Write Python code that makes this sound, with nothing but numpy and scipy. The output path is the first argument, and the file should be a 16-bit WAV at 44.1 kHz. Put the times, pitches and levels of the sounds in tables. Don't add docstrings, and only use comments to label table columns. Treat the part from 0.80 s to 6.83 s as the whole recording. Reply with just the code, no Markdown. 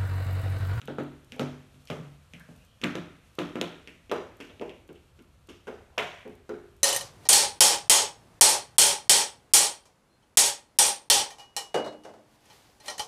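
import sys
import numpy as np
from scipy import signal
from scipy.io import wavfile
from scipy.ndimage import uniform_filter1d

SR = 44100
rng = np.random.default_rng(int(sys.argv[2]) if len(sys.argv) > 2 else 0)


def linear_from_db(decibels):
    return 10 ** (np.asarray(decibels, float) / 20)


def dump_mix(stems):
    frames = np.atleast_2d(stems).T
    limited = np.clip(frames, -1, 1)
    pcm = np.round(limited * 32767).astype(np.int16)
    wavfile.write(sys.argv[1], SR, pcm)


N = 265863

# t/s, crack level/dB, treble level/dB, hall share/dB, f/Hz
SLAP_EDGES = [(0.1827, -43.5, -53, 4, 2900), (0.594, -22, -29, -9, 2900), (1.1007, -26.5, -35.5, -7, 2820),
              (2.037, -13, -31, -17.5, 3210), (2.0414, -13, -27, -10.5, 2400),
              (2.153, -25.5, -34, -9.5, 3140), (2.588, -19.5, -30, -9, 2990),
              (2.7555, -28.5, -41.5, -8, 2690), (2.8121, -13, -23.5, -14, 3170),
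              (3.314, -23, -30, -8.5, 2880), (4.8698, -43.5, -51.5, 6, 2650),
              (5.1794, -12.5, -26, -5, 2770), (5.692, -43, -42.5, -8, 2500)]
# t/s, crack level/dB, treble level/dB, hall share/dB, f/Hz
TAP_EDGES = [(0.015, -34.5, -45.5, -13.5, 2960), (0.0746, -32, -45.5, -10.5, 3100),
             (0.52, -28, -37.5, -12, 2780), (0.9433, -49, -65, -14, 3050), (1.0721, -42.5, -44, -5, 2860),
             (1.5349, -32, -44.5, -11, 2640), (2.0143, -30.5, -38, -9, 2850),
             (3.0733, -31, -41.5, -9.5, 2590), (3.2955, -34.5, -49, -10, 2740),
             (3.6022, -35.5, -42, -2.5, 2690), (3.696, -43, -64, -7, 3020), (3.7955, -34, -53, -27, 2780),
             (3.8121, -38, -46.5, -3.5, 2600), (3.8934, -33, -47.5, -11, 2800),
             (4.0898, -43.5, -69, -11.5, 2700), (4.152, -53, -64, -0.5, 2860), (4.3905, -47, -58, -9, 2660),
             (4.6886, -42, -44, -1.5, 2900)]


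def band(x, lo_hz, hi_hz):
    sos = signal.butter(2, [lo_hz, min(hi_hz, 0.45 * SR)], "bandpass", fs=SR, output="sos")
    return signal.sosfilt(sos, x)


def ring(hz, t60, rise, length=0.08, drop=0.0, drop_s=0.002):
    t = np.arange(int(length * SR)) / SR
    turns = hz * (t + drop * drop_s * (1 - np.exp(-t / drop_s)))
    return np.sin(2 * np.pi * turns) * (1 - np.exp(-t / rise)) * np.exp(-np.log(1000) * t / t60)


def wavelet(hz, half_cycles, t):
    cycles = hz * (t - 0.0007)
    return np.sin(2 * np.pi * cycles * (1 - 0.084 * cycles)) * np.exp(-(cycles / half_cycles) ** 2 / 2)


def add(out, s, sound):
    i = int(s * SR)
    out[..., i:i + sound.shape[-1]] += sound[..., :max(N - i, 0)]


def walk(rate):
    k = int(SR / rate)
    held = np.repeat(rng.standard_normal(N // k + 1), k)
    return uniform_filter1d(uniform_filter1d(held, k), k)[:N]


def swish_db():
    # t of the peak/s, level/dB
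    swishes = [(0.01, 3.5), (0.3, 1.5), (0.63, 4), (1.12, 3.5), (1.27, 2.5), (1.7, 4), (2.6, 4.5),
               (3.102, 2), (3.8, 1.5), (5.34, 0.5)]
    t = np.arange(N) / SR
    rise_s, fall_s = 0.21, 0.19
    return sum(db * np.exp(-((t - s) / np.where(t < s, rise_s, fall_s)) ** 2) for s, db in swishes)


def house():
    # f/Hz, level/dB per Hz
    spectrum = [(15, -37), (25, -3), (71, 10), (124, 4), (455, -20), (520, -4.5), (840, -16), (1190, -11),
                (1920, -19.5), (2640, -14), (4870, -20.5), (6350, -22), (10500, -23), (13400, -29),
                (14500, -41)]
    out, swell, rustle = np.zeros(N), walk(0.24), walk(36)
    hz_of, db_of = np.transpose(spectrum)
    treble_db = swish_db() - 3.5 + rustle
    for hz in 25 * 2 ** (np.arange(28) / 3):
        db = np.interp(np.log(hz), np.log(hz_of), db_of) + 1.6 * swell + 0.3 * walk(3.3)
        noise = band(rng.standard_normal(N), hz / 2 ** (1 / 6), hz * 2 ** (1 / 6))
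        out += linear_from_db(db + min(hz / 3000, 1) * treble_db) * noise
    return out * linear_from_db(-59.5) / np.sqrt(np.mean(out ** 2))


def grit():
    # t/s, level/dB
    loose = [(0.054, -39), (0.2334, -46), (0.4449, -46.5), (0.5611, -45), (0.669, -59), (1.053, -42),
             (1.596, -42), (1.7613, -46), (1.848, -46), (2.5517, -43), (3.5423, -66), (3.568, -47),
             (4.0767, -49), (4.128, -48), (4.422, -51.5), (4.671, -48), (5.3926, -56), (5.4774, -48),
             (5.4955, -53), (5.552, -49.5), (5.9643, -50)]
    out = np.zeros(N)
    t = np.arange(int(0.03 * SR)) / SR
    crushed = [(s, treble_db - 6) for s, _, treble_db, *_ in SLAP_EDGES + TAP_EDGES]
    for s, db in loose + crushed:
        add(out, s + 0.00071, linear_from_db(db - 9) * rng.standard_normal(len(t)) * np.exp(-t / 0.003))
    return band(out, 2700, 22000)


def squeaks():
    # t/s, length/s, start f/Hz, end f/Hz, level/dB
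    drags = [
        (0.531, 0.22, 500, 640, -70),
        (1.415, 0.064, 1130, 1160, -75),
        (1.597, 0.019, 1695, 1613, -50),
        (1.613, 0.084, 1640, 1675, -65),
        (1.747, 0.096, 2610, 2730, -68),
        (1.847, 0.114, 3090, 3140, -69),
        (4.99, 0.061, 740, 765, -74),
        (5.087, 0.093, 748, 777, -64.5),
    ]
    out = np.zeros(N)
    for s, length, start_hz, end_hz, db in drags:
        t = np.arange(int(length * SR)) / SR
        grip = uniform_filter1d(rng.standard_normal(N // 20)[:len(t)], int(0.00236 * SR))
        tone = np.sin(2 * np.pi * np.cumsum(np.linspace(start_hz, end_hz, len(t))) / SR)
        add(out, s, linear_from_db(db) * tone * grip / grip.std() * np.sin(np.pi * t / length) ** 0.5)
    return out


def hall(sent):
    # f/Hz, level near/dB, level midway/dB, level far/dB, t60/s
    standing = [(94.4, 2.5, 1, 5, 0.97), (143.4, 9, -8.5, -3, 0.57), (168.9, -13, 4.5, -7, 0.5),
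                (352.3, -5, -8, 6.5, 0.52), (250, 15, -5, 0, 0.48), (291.7, 11.5, 1.5, -2.5, 0.43),
                (400.3, -6.5, -15.5, 3.5, 0.64), (426, -59, -0.5, 11.5, 0.31), (474, -30, 0.5, -7.5, 0.41),
                (528.3, 9, 3.5, 11.5, 0.14), (614.6, 4, 3.5, -25, 0.48), (693, 10, 15, -20, 0.15),
                (889, -27, 5, -21, 0.37), (1005, -66, 17, -21, 0.38)]
    # f/Hz, t60/s, level/dB
    tail_bands = [(116, 0.31, -3.5), (250, 0.63, -11.5), (500, 0.45, -4.5), (1037, 0.51, 4),
                  (1860, 0.76, -3.5), (4670, 0.58, 10.5), (7160, 0.2, -4), (13500, 0.45, 4)]
    # delay/s, level/dB
    echoes = [(.0059, -15), (0.013, -21.5), (0.0195, -18), (0.028, -6.5)]
    t = np.arange(int(0.75 * SR)) / SR
    out, spots = np.zeros(N), 6

    def noise():
        return rng.standard_normal((len(sent), len(t)))

    for k in range(spots):
        tail = 0
        for hz, t60, db in tail_bands:
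            octave = band(noise(), hz / np.sqrt(2), hz * np.sqrt(2)) * np.sqrt(SR / hz / 8)
            tail = tail + linear_from_db(db - 60 * t / t60) * octave
        answer = linear_from_db(-27) * tail * (1 - np.exp(-t / 0.0009))
        answer += linear_from_db(-19 - 60 * t / 0.19) * band(noise(), 133, 9000) * (t > 0.003)
        clumps_db = 1.8 * np.repeat(noise()[:, ::128], 128, axis=1)[:, :len(t)]
        answer *= linear_from_db(clumps_db)
        far = 2 * k / (spots - 1)
        for hz, *dbs, t60 in standing:
            wave = ring(hz, t60, 0.003, length=len(t) / SR + 1e-6)[:len(t)]
            answer += linear_from_db(-41.5 + np.interp(far, [0, 1, 2], dbs) + rng.standard_normal()) * wave
        for lag, db in echoes:
            answer[:, int(lag * (1 + 0.04 * rng.standard_normal()) * SR)] += linear_from_db(db)
        here = slice(k * N // spots, (k + 1) * N // spots)
        add(out, here.start / SR, signal.fftconvolve(sent[:, here], answer, axes=1).sum(axis=0))
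    return out


def cracks():
    out = np.zeros((3, N))
    t = np.arange(int(0.08 * SR)) / SR
    tick = band(t == 0, 3700, 12700)
    rows = [(*row, 0.5, 0.84) for row in SLAP_EDGES] + [(*row, 0.92, 0.92) for row in TAP_EDGES]
    for s, db, treble_db, wet_db, hz, hall_cycles, hall_pitch in sorted(rows):
        snap = 0.22 * wavelet(hz, 1.15, t)
        spread = 0.21 * wavelet(hall_pitch * hz, hall_cycles, t)
        spit = linear_from_db(-4.5) * band(rng.standard_normal(len(t)) * np.exp(-t / 0.0012), 3600, 6870)
        edge = linear_from_db(treble_db - db - 2)
        wet = linear_from_db(min(wet_db, 4))
        add(out, s + 0.00098, linear_from_db(db + 10.5) * np.array([snap + edge * spit, wet * spread, wet * edge * tick]))
    return out


def thumps():
    # t/s, thump level/dB, boom level re thump/dB, thump f/Hz, hall share/dB
    slaps = [(0.083, -27, 0, 396, -9.5), (0.185, -22, 0.5, 381, -11), (0.596, -23, 2.5, 417, -7.5),
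             (1.101, -29, 4, 450, -5.5), (2.035, -27, -2.5, 250, 0), (2.154, -25.5, 2, 319, -8),
             (2.586, -22.5, -1, 327, -6), (2.756, -25, 3, 308, -7.5), (2.814, -22, -0.5, 422, -11),
             (3.315, -21, -8, 420, -5), (4.871, -38, -4, 466, 1), (5.178, -24, -14, 546, -10),
             (5.18, -26.5, -1.5, 667, -6), (5.693, -32.5, -0.5, 374, -3.5)]
    # t/s, thump level/dB, boom re thump/dB, squeezed air re thump/dB, thump f/Hz
    touches = [(0.016, -54, 12.5, 8.5, 393), (0.521, -47.5, 6.5, -2, 413), (0.565, -43, -11, -20, 500),
               (0.94, -57.5, 11.5, -6, 250), (1.191, -43, 13, -22, 260), (1.535, -54, 14.5, -10, 510),
               (1.582, -63.5, 18.5, 11, 250), (1.688, -50, 11, -10, 480), (2.014, -45, -48, -1, 250),
               (3.074, -46.5, 1.5, -12, 297), (3.296, -40.5, -31, -24, 292), (3.602, -39.5, -2.5, -2, 294),
               (3.698, -50, -5, -5, 470), (3.799, -42, -25, -25, 280), (3.812, -28.5, -4, -16, 392),
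               (4.091, -43.5, -0.5, -9.5, 365), (4.388, -55.5, 7.5, -1, 296), (4.687, -46.5, 1, -0.5, 334),
               (5.453, -41, 5, -9, 437)]
    lands = []
    for s, db, boom_db, hz, wet_db in slaps:
        air_db = -3 + 3 * np.log2(hz / 400)
        lands.append((s, db, boom_db, air_db, hz, wet_db))
    for row in touches:
        lands.append((*row, -7 + 0.82 * row[0]))
    lands.sort()
    out = np.zeros((5, N))
    late = int(0.00092 * SR)
    chances = rng.standard_normal((len(lands), 2))
    for (s, db, boom_db, air_db, hz, wet_db), (air_chance, boom_chance) in zip(lands, chances):
        air = ring(1350 * (1 + 0.08 * air_chance), 0.0085, 0.002, drop=0.21, drop_s=0.00066)
        sole = ring(0.78 * hz, 0.023, 0.00045, drop=1.0, drop_s=0.0019)
        soft = 1 + 0.2 * max(boom_db - 9, 0)
        boom_hz = (140 + 9 * s) * (1 + 0.13 * boom_chance)
        boom = ring(boom_hz, 0.026 * soft, 0.0025 * soft, drop=0.42 / soft ** 2, drop_s=0.0057)
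        boom *= np.hanning(2 * len(air))[len(air):] ** 0.4
        slab = ring(362, 0.0083, 0.001) + 0.5 * ring(550, 0.0013, 0.003)
        parts = np.array([linear_from_db(air_db + 5.5) * air,
                          -np.roll(sole, late),
                          -linear_from_db(boom_db) * np.roll(boom, late),
                          -linear_from_db(-4.5) * np.roll(slab, late)])
        puff = linear_from_db(air_db + 9) * ring(1383, 0.0019, 0.00032, drop=0.4, drop_s=0.00041)
        direct = linear_from_db(2.5) * parts.sum(axis=0)
        to_hall = linear_from_db(min(wet_db, 2)) * np.vstack([0.39 * parts[0] + puff, parts[1:]])
        add(out, s - 0.001, linear_from_db(db + 2) * np.vstack([direct, to_hall]))
    return out


def scene():
    heel, air, sole, boom, slab = thumps()
    edge, snap, tick = cracks()
    drag = squeaks()
    sent = np.array([air + tick + linear_from_db(-15) * drag, sole, boom + snap, slab])
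    steps = heel + edge + drag + hall(sent)
    return (band(steps, 165, 19500) + grit() + house())[None]


def top_cut(x):
    return signal.sosfilt(signal.butter(12, 15600, fs=SR, output="sos"), x)


def record(dry):
    # f/Hz, width/Hz, level/dB
    port_dips = [(4950, 144, -13), (10540, 300, -25.5)]
    for hz, width_hz, db in port_dips:
        peak = signal.lfilter(*signal.iirpeak(hz, hz / width_hz, fs=SR), dry)
        dry = dry - (1 - linear_from_db(db)) * peak
    cut = signal.sosfilt(signal.ellip(16, 0.2, 55, 14230, fs=SR, output="sos"), dry)
    return top_cut(cut)


dry = scene()
out = record(dry)
dump_mix(out)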